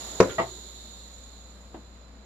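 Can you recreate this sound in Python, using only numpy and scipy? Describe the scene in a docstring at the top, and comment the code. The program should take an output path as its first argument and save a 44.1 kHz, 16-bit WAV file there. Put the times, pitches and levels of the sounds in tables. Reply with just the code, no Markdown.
"""From the start, air hisses out of a bicycle tyre in a small carpeted room, over a low hum and faint noise.
At 0.2 s the tyre gives a sharp pop, then a scuff of rubber and a duller thud at 0.4 s, probably
its bead (the stiff edge) leaving the rim. The hiss fades as the pressure drops, and a thin whistle
lingers. A soft knock follows at 1.7 s. Two microphones hear it all."""
import sys
import numpy as np
from scipy import signal
from scipy.fft import rfft, irfft
from scipy.io import wavfile
from scipy.ndimage import map_coordinates

SR = 44100
rng = np.random.default_rng(int(sys.argv[2]) if len(sys.argv) > 2 else 0)


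def store_wav(level_fs):
    """Save 16-bit WAV to argv[1]."""
    pcm = np.round(np.clip(np.atleast_2d(level_fs), -1, 1) * 32767)
    wavfile.write(sys.argv[1], SR, pcm.T.astype(np.int16))


N = 99225

# Tone colour of the broad hiss and of the first low rush of air: f/Hz, relative level/dB
HISS_COLOUR = [(200, -12.5), (600, -4.5), (1500, -10), (2000, -4), (2500, -9), (3500, 1.5), (5000, -1.5),
               (6100, -4), (7500, 1), (8100, -6.5), (8650, -50), (9700, -7), (11000, -7), (12600, -17.5),
               (14000, -8), (14900, -20)]
RUSH_COLOUR = [(100, -5), (230, -2), (400, 0.5), (680, 0.5), (1200, -4.5), (2000, -12), (4000, -32)]
# Pitches at which the jet of air rings: f/Hz, width/Hz, relative level/dB
LOWER_PEAKS = [(3655, 290, -0.5), (3900, 160, -2), (4040, 120, -0.5), (4230, 190, -2.5), (4440, 110, -3.5)]
UPPER_PEAKS = [(6530, 90, -12), (6816, 82, 2.5), (6890, 100, 2), (7082, 140, -1.5), (7150, 94, -9.5),
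               (7480, 270, -11.5)]
WHISTLE_PEAK = [(4051, 70, 0)]
# Fading as the tyre empties: t/s, hiss level/dB, lower peaks level/dB, upper peaks level/dB
AIR_LEVELS = [(0, -43.5, -47.5, -42.5), (.2, -46, -48.5, -43), (.5, -51.5, -51.5, -47.5),
              (.78, -54.5, -50, -51), (1.15, -58, -56.5, -52), (1.42, -62, -58, -55.5),
              (1.56, -63, -63.5, -58), (2.0, -69.5, -67, -64), (2.25, -70.5, -70.5, -66.5)]

def escaping_air():
    """A jet of air hisses and half whistles near 4 and 7 kHz; its low rush dies first."""
    t = clock()
    times, *levels = np.array(AIR_LEVELS).T
    hiss_gain, lower_gain, upper_gain = (undb(np.interp(t, times, db)) for db in levels)
    rush_db = -46.5 - 47 * np.maximum(t - 0.25, 0)  # holds for 0.25 s, then falls 47 dB a second
    rush = undb(rush_db) * noise(curve(RUSH_COLOUR))
    whistle = undb(-55 - 6.5 * t) * resonances(WHISTLE_PEAK)
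    hiss = hiss_gain * noise(curve(HISS_COLOUR))
    ringing = lower_gain * resonances(LOWER_PEAKS) + upper_gain * resonances(UPPER_PEAKS)
    return hiss + ringing + whistle + rush


def resonances(peaks, drift=0.0022, drift_hz=7.14, flutter_db=0.9, flutter_hz=11):
    """Swirling air rings in narrow bands, which waver in pitch and loudness."""
    power = sum(undb(db) ** 2 / (1 + (2 * (bins() - hz) / width) ** 2) ** 2 for hz, width, db in peaks)
    position = np.arange(N) + np.cumsum(drift * wobble(drift_hz))  # uneven speed bends the pitch
    steady = noise(10 * np.log10(power))
    wavering = np.array([map_coordinates(side, [position], order=5, mode="mirror") for side in steady])
    return wavering * undb(flutter_db * wobble(flutter_hz))


# Notes of the tyre and rim after the pop: f/Hz, level/dB, time to fade by 60 dB/s
POP_NOTES = [(109, -24, 0.21), (189, -13.5, 0.13), (275.8, -21, 0.22), (385.2, -10, 0.12), (456, -4, 0.054),
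             (519.6, -17.5, 0.216), (577, -21.5, 0.2), (652, -18.5, 0.066), (994, -20.5, 0.12),
             (1083, -18.5, 0.071), (1265, -21.5, .07), (1620, -30, 0.068), (2080, -29, 0.035)]
# Tone colour of the crack, its echo and the room's low ring: f/Hz, relative level/dB
CRACK_COLOUR = [(100, -40), (450, 0.5), (1000, -2.5), (2300, -12.5), (3300, -23), (5300, -16.5),
                (7000, -20), (8700, -35), (15000, -43)]
ECHO_COLOUR = [(70, -22), (150, -10), (400, 2), (600, -1), (900, -11), (1450, -10), (3200, -27),
               (6000, -30), (12000, -53)]
ROOM_RING_COLOUR = [(200, -28), (380, 8.5), (520, -10.5), (2000, -47)]

def pop(start_s=.2022):
    """A sharp crack sets the tyre and rim ringing, and the room answers."""
    wheel = ring(start_s, POP_NOTES, rise_cycles=.32, lag_s=.00009)
    echo = burst(start_s, ECHO_COLOUR, db=-23.5, rise_s=.008, hold_s=.008, fade_s=.26)
    room_ring = burst(start_s, ROOM_RING_COLOUR, db=-41, rise_s=.05, hold_s=.04, fade_s=1.13)
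    crack = burst(start_s, CRACK_COLOUR, db=-13.5, rise_s=.0004, hold_s=.004, fade_s=.036)
    return crack + wheel + echo + room_ring


# Notes set off by the scuff and the thud: f/Hz, level/dB, time to fade by 60 dB/s
SCUFF_NOTES = [(407.6, -41.5, .4), (1400, -40, 0.29)]
THUD_NOTES = [(119, -30.5, 0.37), (179.5, -26.5, 0.15), (266.4, -31, 0.15), (346, -24, 0.21),
              (385, -30, 0.29), (499, -24.5, 0.18), (664, -16, 0.19), (712, -27, 0.13), (957, -23, 0.077),
              (1049, -26.5, 0.12), (1156, -24.5, 0.1), (1243, -22.5, 0.097), (1932, -19, 0.097)]
# Tone colour of their noise: f/Hz, relative level/dB
SCUFF_COLOUR = [(95, 5), (200, -9), (400, -1), (1100, -14), (1400, -0.5), (2500, -12), (3400, -5.5),
                (6000, -40)]
THUD_COLOUR = [(50, -13), (120, -9), (350, -4.5), (700, 1.5), (1200, 0), (1450, -16), (2000, -8),
               (2500, -19), (3100, -15.5), (5000, -31), (10000, -65)]

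def thud(scuff_s=.291, blow_s=.3818):
    """Rubber scuffs briefly, then a softer-edged blow rings the wheel."""
    scuff = burst(scuff_s, SCUFF_COLOUR, db=-37.5, rise_s=.009, hold_s=.01, fade_s=.17)
    scuff_ring = ring(scuff_s, SCUFF_NOTES, rise_cycles=6.3, lag_s=.0001)
    wheel = ring(blow_s, THUD_NOTES, rise_cycles=6.3, lag_s=.00017)
    blow = burst(blow_s, THUD_COLOUR, db=-24.5, rise_s=.004, hold_s=.016, fade_s=.19)
    return scuff + scuff_ring + wheel + blow


# Notes of the knock: f/Hz, level/dB, time to fade by 60 dB/s
KNOCK_NOTES = [(181, -56, 0.19), (218, -43, 0.3), (276, -43.5, 0.16), (325, -37, 0.13), (655, -39.5, 0.08),
               (730, -43.5, 0.11), (860, -47, 0.09), (975, -51, 0.047)]
# Tone colour of its noise: f/Hz, relative level/dB
KNOCK_COLOUR = [(80, -3), (280, 5), (800, -1.5), (2500, -20), (3600, -18), (5000, -42), (12000, -62)]

def knock(start_s=1.7435):
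    """A faint, dull knock: a few low notes and a puff of noise."""
    notes = ring(start_s, KNOCK_NOTES, rise_cycles=.28, lag_s=.0001)
    return notes + burst(start_s, KNOCK_COLOUR, db=-40.5, rise_s=.0005, hold_s=.006, fade_s=.15)


def ring(start_s, notes, rise_cycles, lag_s):
    """A struck object's notes swell, low ones slowest, then fade; the left side hears them lag_s late."""
    age = np.maximum(clock() - start_s - np.array([[lag_s], [0]]), 0)
    sound = 0
    for hz, db, fade_s in notes:
        swell = 1 - np.exp(-age * hz / rise_cycles)
        fade = undb(-60 * age / fade_s)
        sound = sound - undb(db) * swell * fade * np.sin(2 * np.pi * hz * age)
    return sound


def burst(start_s, colour, db, rise_s, hold_s, fade_s):
    """A puff of noise that rises, holds, then drops 60 dB every fade_s."""
    age = clock() - start_s
    rise = np.clip(age / rise_s, 0, 1)
    fade = undb(-60 * np.maximum(age - rise_s - hold_s, 0) / fade_s)
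    return undb(db) * rise * fade * noise(curve(colour))


def add_echoes(sound, count=12, total_db=-12, lowest_hz=220):
    """Nearby walls and furniture send different quick echoes to each microphone."""
    delay_s = rng.uniform(.004, .03, (2, count))
    strength = rng.standard_normal((2, count))
    strength *= undb(total_db) / np.linalg.norm(strength, axis=1, keepdims=True)
    pattern = np.zeros((2, int(delay_s.max() * SR) + 1))
    pattern[np.arange(2)[:, None], (delay_s * SR).astype(int)] = strength
    echoes = signal.fftconvolve(sound, pattern, axes=1)[:, :N]
    return sound + cut_bass(echoes, lowest_hz)  # longer waves bend round the furniture


# Tone colour of the room's noise: f/Hz, relative level/dB
ROOM_COLOUR = [(20, -2.5), (50, 2.5), (72, -8), (90, 3), (135, -7), (205, 3.5), (350, -7.5), (540, -3.5),
               (800, -9), (1250, -9.5), (1500, -12.5), (2800, -19), (5000, -21), (8000, -45), (15000, -69)]

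def room(noise_db=-53.5, hum_hz=59.2, hum_db=-49):
    """Faint, steady room noise and a low hum that wavers very slightly."""
    hum = np.sqrt(2) * np.sin(2 * np.pi * hum_hz * clock())
    return undb(noise_db) * noise(curve(ROOM_COLOUR)) + undb(hum_db + 0.21 * wobble(3)) * hum


# How alike the two microphones hear noise: f/Hz, likeness (1 same, 0 unrelated, -1 opposite)
LIKENESS = [(60, 0.7), (150, 1), (290, 0.87), (630, 0.75), (1370, 0.15), (3000, -0.03), (7000, -0.29),
            (14000, -0.3)]

def noise(colour_db):
    """Stereo noise of a given tone colour; left and right are alike in the bass, far less so higher up."""
    mid, side = rfft(rng.standard_normal((2, N)))
    alike = curve(LIKENESS)
    mid, side = mid * np.sqrt(1 + alike), side * np.sqrt(1 - alike)
    return unit(irfft(np.array([mid + side, mid - side]) * undb(colour_db), N))


def wobble(rate_hz):
    """A smooth random wobble, mostly slower than rate_hz, with a typical size of 1."""
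    return unit(irfft(rfft(rng.standard_normal(N)) / (1 + (bins() / rate_hz) ** 2), N))


def cut_bass(sound, hz):
    """Turn down everything below hz."""
    return signal.sosfilt(signal.butter(2, hz, "highpass", fs=SR, output="sos"), sound)


def curve(points):
    """Join (frequency, value) points with straight lines along a pitch scale."""
    hz, value = np.array(points).T
    return np.interp(np.log(bins() + 1), np.log(hz), value)


def undb(db):
    """Turn decibels into a multiplier."""
    return 10 ** (np.asarray(db) / 20)


def unit(x):
    """Scale to a typical size (rms) of 1."""
    return x / np.sqrt(np.mean(x ** 2))


def clock():
    """Time of each sample."""
    return np.arange(N) / SR


def bins():
    """Frequency of each slice of the spectrum."""
    return np.arange(N // 2 + 1) * SR / N


def scene():
    """The tyre and the knock with their echoes, over the room's background."""
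    return add_echoes(escaping_air() + pop() + thud() + knock()) + room()


# How much louder the left microphone is than the right: f/Hz, level/dB
BALANCE = [(60, 2.5), (300, -0.5), (700, 3), (1250, 2), (1800, -8.5), (2700, -1), (3700, -7), (5000, 0),
           (6100, -1), (6900, -14), (8000, -10), (9800, 1), (11400, 5.5), (14000, -2)]

def record(dry, rumble_hz=28, top_hz=14900):
    """Each microphone colours the sound; rumble is cut, peaks are rounded and the highest treble goes."""
    balance = undb(curve(BALANCE) * np.array([[1], [-1]]) / 2)
    balance /= np.sqrt(np.mean(balance ** 2, axis=0))
    heard = cut_bass(irfft(rfft(dry) * balance, N), rumble_hz)
    rounded = heard / (1 + heard ** 6) ** (1 / 6)
    return signal.sosfilt(signal.ellip(10, .2, 80, top_hz, fs=SR, output="sos"), rounded)


dry = scene()
out = record(dry)
store_wav(out)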